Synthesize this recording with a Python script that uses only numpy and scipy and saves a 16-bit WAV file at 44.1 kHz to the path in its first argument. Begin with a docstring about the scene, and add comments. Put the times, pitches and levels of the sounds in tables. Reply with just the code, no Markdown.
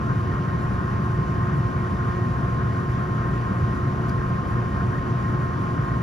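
"""Open rooftop air conditioner

Heard from beside its control box: steady mains hum, the thin slot whine of the blower motor with its beats, a
faint drone of the drive belt, a small tick and a fainter one. Hum, whine and drone are gently wandering sines.
Air rushing through the cabinet is patchy noise, coloured differently on each side by the panels; the ticks are
short ringing modes with a soft puff of treble around their start. A phone with two spaced microphones."""
import sys
import numpy as np
from scipy import signal
from scipy.fft import rfft, irfft, next_fast_len
from scipy.io import wavfile
from scipy.ndimage import uniform_filter1d, map_coordinates

SR = 44100
rng = np.random.default_rng(int(sys.argv[2]) if len(sys.argv) > 2 else 0)


def store_pcm(level_fs):
    """Save levels as 16-bit WAV."""
    pcm = np.round(np.clip(level_fs, -1, 1) * 32767).astype(np.int16)
    wavfile.write(sys.argv[1], SR, np.atleast_2d(pcm).T)


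N = 265702

MAINS_HZ, ROTOR_HZ = 59.96, 29.453
SLOTS = 36  # rotor slots, each passing once a turn
WHEEL_HZ, BELT_HZ = 11.63, 4.447  # turns a second of the blower wheel and the drive belt


def amp(db):
    """Decibels to gain."""
    return 10 ** (np.asarray(db) / 20)


def unit(x):
    """Scaled to rms 1."""
    return x / np.sqrt(np.mean(x ** 2) + 1e-20)


def wobble(rate, count):
    """Smooth random curves through random knots, rate knots a second."""
    knots = rng.standard_normal((count, int(N * rate / SR) + 4))
    coarse = np.arange(0, N + 64, 64)  # the spline is read every 64 samples, with straight lines between
    curves = [map_coordinates(k, [coarse * rate / SR]) for k in knots]
    return np.array([np.interp(np.arange(N), coarse, curve) for curve in curves])


def filtered(x, response):
    """x shaped by a complex response of frequency."""
    m = next_fast_len(N + SR // 2)
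    spectrum = rfft(x, m) * response(np.fft.rfftfreq(m, 1 / SR))
    return irfft(spectrum, m)[..., :N]


def tones(hz, arrival, waver_db, drift, rate):
    """Sines with (left/dB, right/dB, left lead/rad) rows; level and phase (drift, rad) wander a little."""
    left_db, right_db, lead = np.transpose(arrival)[..., None]
    turns = np.outer(hz, np.arange(N) / SR) + rng.random(lead.shape)
    phase = 2 * np.pi * turns + drift * wobble(rate, count=len(hz))
    size = np.sqrt(2) * amp(waver_db * wobble(rate, count=len(hz)))
    left = size * amp(left_db) * np.sin(phase + lead)
    right = size * amp(right_db) * np.sin(phase)
    return np.array([left.sum(axis=0), right.sum(axis=0)])


def motor():
    """Mains and slot forces shake the motor frame at sums of their rates; wheel and belt load it once a turn."""
    # magnetic tones at a x slot whine + b x mains + c x rotor turns:
    # a, b, c, left level/dB, right level/dB, left lead/rad
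    magnetic = np.array([(0, 0, 1, -59, -59, 0), (0, 1, 0, -44, -42, 0), (0, 2, 0, -29.2, -29.8, 0),
                         (0, 4, 0, -49, -56, -.5), (0, 6, 0, -43.5, -38.2, -.15), (0, 12, 0, -55, -52, -.8),
                         (1, -6, 0, -58, -52, -.75), (1, -2, 0, -54, -62, 0), (1, 0, 1, -53.5, -62, 1.4),
                         (1, 2, 0, -55.5, -59, 1.25), (2, 0, 0, -70, -79, 3)])
    # the slot whine itself: left level/dB, right level/dB, left lead/rad
    whine = (-36.8, -35.2, 1.68)
    # the uneven load spreads the whine by a x wheel turns + b x belt turns: a, b, level re whine/dB
    sidebands = [(-1, 0, -19), (1, 0, -17), (2, 0, -14), (0, -2, -22), (0, -1, -22), (0, 2, -24)]

    slot_hz = SLOTS * ROTOR_HZ
    hum_hz = magnetic[:, :3] @ [slot_hz, MAINS_HZ, ROTOR_HZ]
    hum = tones(hum_hz, magnetic[:, 3:], waver_db=1.1, drift=.12, rate=12)

    # the first row is the whine's own tone, a few hundredths of a hertz above the slot rate
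    beats = np.array([(0.0021, 0.00077, 0.009)] + sidebands)
    whine_hz = slot_hz + beats[:, :2] @ [WHEEL_HZ, BELT_HZ]
    arrival = whine + np.outer(beats[:, 2], [1, 1, 0])
    return hum + tones(whine_hz, arrival, waver_db=.5, drift=.08, rate=2.5)


def patchy_noise(patchy_db):
    """Two unrelated noises, 0 dB per Hz, under one field of brief eddy-sized gain patches."""
    z = signal.stft(rng.standard_normal((2, N)), nperseg=512)[2]
    field = rng.standard_normal(z.shape[1:])
    field = uniform_filter1d(field, size=5, axis=0)  # blurred over frequency
    field = uniform_filter1d(field, size=8, axis=1)  # and over time
    field = field - uniform_filter1d(field, size=40, axis=1)  # only brief patches stay
    pair = signal.istft(z * amp(patchy_db * unit(field)), nperseg=512)[1][:, :N]
    return unit(pair) * np.sqrt(SR / 2)


def cabinet(hz):
    """The air noise's colour at each side: left dB, right dB, likeness and left lead at these frequencies."""
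    # cabinet booming, air through the wheel, sheet-metal resonances and notches:
    # f/Hz, left level/dB per Hz, right level/dB per Hz, left-right likeness 0-1, left lead/rad
    body = [(22, -75.5, -75.5, 0.77, 0.0), (32, -64.0, -64.0, 0.97, -0.1), (45, -57.5, -57.0, 0.96, -0.1),
            (55, -52.0, -51.0, 0.97, -0.1), (68, -48.5, -47.5, 0.98, -0.1), (77, -50.5, -49.0, 0.97, -0.1),
            (100, -47.0, -45.5, 0.98, -0.1), (109, -49.0, -48.5, 0.94, 0.0), (128, -49.0, -49.0, 0.98, 0.0),
            (145, -45.0, -46.0, 0.97, 0.0), (170, -49.0, -50.0, 0.94, 0.1), (195, -51.0, -52.5, 0.87, 0.0),
            (225, -52.5, -56.0, 0.88, -0.1), (250, -56.0, -58.5, 0.76, 0.2), (285, -54.0, -58.0, 0.57, 0.2),
            (320, -58.0, -61.5, 0.48, 0.6), (345, -61.5, -60.0, 0.63, 0.4), (375, -60.5, -58.0, 0.53, 0.9),
            (410, -62.0, -63.5, 0.59, 0.4), (470, -64.0, -65.0, 0.5, 0.2), (540, -64.5, -66.5, 0.41, 1.8),
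            (610, -67.5, -68.5, 0.32, 0.0), (665, -65.5, -66.5, 0.29, 0.9), (735, -67.5, -67.0, 0.44, 1.5),
            (765, -70.5, -72.5, 0.56, 1.9), (810, -69.5, -70.0, 0.53, 1.9), (840, -67.0, -68.0, 0.6, 1.2),
            (870, -69.0, -70.0, 0.66, 0.9), (910, -66.5, -68.5, 0.81, 0.8), (980, -66.0, -68.0, 0.82, 1.2),
            (1030, -66.0, -67.0, 0.74, 1.6), (1100, -66.5, -67.0, 0.77, 1.2),
            (1170, -62.5, -65.0, 0.89, 1.2), (1260, -64.5, -65.5, 0.81, 1.2),
            (1340, -65.0, -65.5, 0.81, 1.7), (1400, -62.0, -62.5, 0.88, 2.0),
            (1445, -64.0, -68.0, 0.62, 2.4), (1480, -63.5, -68.0, 0.55, 1.6),
            (1570, -64.5, -71.0, 0.71, 1.4), (1640, -67.5, -69.5, 0.74, 1.2),
            (1710, -68.0, -71.5, 0.6, 2.3), (1742, -70.0, -72.0, 0.45, 2.0),
            (1778, -78.0, -77.0, 0.07, 1.0), (1818, -68.5, -68.5, 0.85, -0.2),
            (1850, -67.5, -66.0, 0.95, -0.2), (1900, -72.5, -69.5, 0.93, -0.2),
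            (1950, -79.0, -77.5, 0.82, -0.3), (2020, -82.5, -82.0, 0.57, -0.5),
            (2080, -80.5, -80.5, 0.6, -1.0), (2122, -74.5, -76.5, 0.58, -1.5),
            (2200, -77.5, -79.5, 0.46, 0.0), (2300, -80.0, -82.5, 0.64, 0.3),
            (2420, -79.0, -84.0, 0.4, -0.6), (2530, -80.0, -85.0, 0.43, 0.3),
            (2620, -83.5, -87.5, 0.38, 0.8), (2690, -81.0, -88.5, 0.45, 0.7),
            (2830, -85.0, -87.5, 0.6, 0.9), (2940, -81.5, -87.0, 0.59, 0.4),
            (3020, -82.5, -87.5, 0.62, 0.2), (3200, -86.5, -90.0, 0.48, 0.3),
            (3530, -88.5, -92.0, 0.43, 0.2)]
    # hiss, the left side lagging more as pitch rises: # f/Hz, left level/dB per Hz, right level/dB per Hz,
    # likeness 0-1
    hiss = [(4060, -90, -94.5, 0.9), (4670, -92, -93, 0.52), (5500, -92.5, -97, 0.8),
            (6300, -95.5, -95.5, 1), (7500, -96, -98, 0.7), (7600, -100.5, -100.5, 1),
            (9350, -100.2, -100.1, 1), (9950, -103, -103, 0.9), (11700, -106, -106, 1),
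            (13400, -111.8, -111.7, .7), (14500, -111.4, -111.4, 1), (15600, -119, -119, .9)]
    in_step_hz, delay_s = 5210, 0.00016  # where both sides agree in phase; delay of the left side
    hiss_rows = [(f, *rest, 2 * np.pi * (in_step_hz - f) * delay_s) for f, *rest in hiss]
    f, *columns = np.transpose(body + hiss_rows)
    return [np.interp(np.log(hz + 1), np.log(f), c) for c in columns]


def air():
    """Turbulent flow: a part common to both sides, shifted in phase, and a part that only the right side adds."""
    # the flow surges separately in each range:
    # top of range f/Hz, depth/dB rms, knots of the surge curve per s, evens out within t/s
    surges = [(700, .4, 16, .2), (900, .9, 12, .5), (1760, 1.3, 19, .45), (1980, 1.7, 12, 1.5),
              (7000, .4, 14, .4), (22000, .9, 24, .4)]

    def under(hz, edge_hz):
        return 1 / (1 + (hz / edge_hz) ** 24)

    def arrive(hz):
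        left_db, right_db, alike, lead = cabinet(hz)
        alike = np.clip(alike, 0, 1)
        left = amp(left_db) * np.exp(1j * lead)
        right_common = amp(right_db) * alike
        right_own = amp(right_db) * np.sqrt(1 - alike ** 2)
        return np.array([left, right_common, right_own])

    common, apart = patchy_noise(patchy_db=.6)
    out, low_hz = np.zeros((2, N)), 8
    for top_hz, depth_db, rate, even_s in surges:
        surge = wobble(rate, count=1)[0]
        surge = surge - uniform_filter1d(surge, size=round(even_s * SR))
        gain = unit(amp(depth_db * unit(surge)))
        share = lambda hz: (under(hz, top_hz) - under(hz, low_hz)) * arrive(hz)
        left, right, own = filtered(np.array([common, common, apart]), share)
        out += gain * np.array([left, right + own])
        low_hz = top_hz
    return out


def belt():
    """The belt's unevenness returns every turn and shakes the cabinet, arriving as the air noise does."""
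    # multiples of the belt's turn that the cabinet passes best: multiple, level over the air noise per Hz/dB
    harmonics = [(14, 3), (21, 6), (22, 5), (26, 8), (31, 5), (32, 5), (40, 4), (41, 6), (42, 4), (46, 10),
                 (59, 4), (70, 3), (73, 3), (152, 4), (154, 10), (155, 5), (156, 6)]
    multiple, over_db = np.transpose(harmonics)
    hz = multiple * BELT_HZ
    left_db, right_db, _, lead = cabinet(hz)
    arrival = np.transpose([left_db + over_db, right_db + over_db, lead])
    return tones(hz, arrival, waver_db=2.0, drift=0.55, rate=1.5)


def tick():
    """Clicks: short ringing modes with a soft puff of treble around their start, phased as the air noise is."""
    # the two clicks: t/s, level before colouring/dB
    clicks = [(4.0925, -35), (4.297, -47)]
    # ringing modes: f/Hz, level before colouring/dB, free t60/s
    modes = [(4330, -4, .04), (4800, 1, .05), (5200, -7, .03), (5700, -1, .025), (6900, -11, .03),
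             (7900, -11, .03), (8600, -11, .03), (9900, -2, .02)]
    rasp = .07  # phase wander that blurs the modes, rad per sample
    puff_offset_s = 0.0087  # offset of the treble puff from the ring
    ring_s, damped_t60_s = .006, .025  # the modes ring freely this long, then die away faster

    out, t = np.zeros((2, N + SR)), np.arange(SR // 20) / SR
    rise = 1 - np.exp(-t / 0.0015)
    damping = amp(-60 * np.maximum(t - ring_s, 0) / damped_t60_s)
    for s, db in clicks:
        ring = np.zeros(len(t))
        for hz, level, t60 in modes:
            wander = np.cumsum(rng.normal(0, rasp, len(t)))
            ring += amp(level - 60 * t / t60) * np.sin(2 * np.pi * hz * t + wander)
        ring = ring * damping

        noise = rng.standard_normal((3, len(t)))
        sides = 1.15 * noise[0] + .3 * noise[1:]  # mostly shared by both sides
        bright = np.diff(sides, prepend=0)  # differencing lifts the treble
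        puff = amp(-6.5 - 60 * t / .09) * bright * (t < .016)

        ring_at, puff_at = round(s * SR), round((s - puff_offset_s) * SR)
        out[:, ring_at:ring_at + len(t)] += amp(db) * rise * ring * amp([[0], [-3]])  # right side 3 dB softer
        out[:, puff_at:puff_at + len(t)] += amp(db) * rise * puff

    def colour(hz):
        low_cut = (1j * hz / 3500 / (1 + 1j * hz / 3500)) ** 2
        return low_cut / (1 + 1j * hz / 10000) ** 2 / (1 + (hz / 13000) ** 6)

    def arrive(hz):
        return colour(hz) * np.exp(1j * np.outer([1, 0], cabinet(hz)[3]))  # the left side takes the lead

    return filtered(out[:, :N], arrive)


def scene():
    """Everything at the two microphones."""
    return motor() + belt() + air() + tick()


def record(dry):
    """The phone keeps nothing above its band limit."""
    top_hz = 15750
    return filtered(dry, lambda hz: hz < top_hz)


dry = scene()
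out = record(dry)
store_pcm(out)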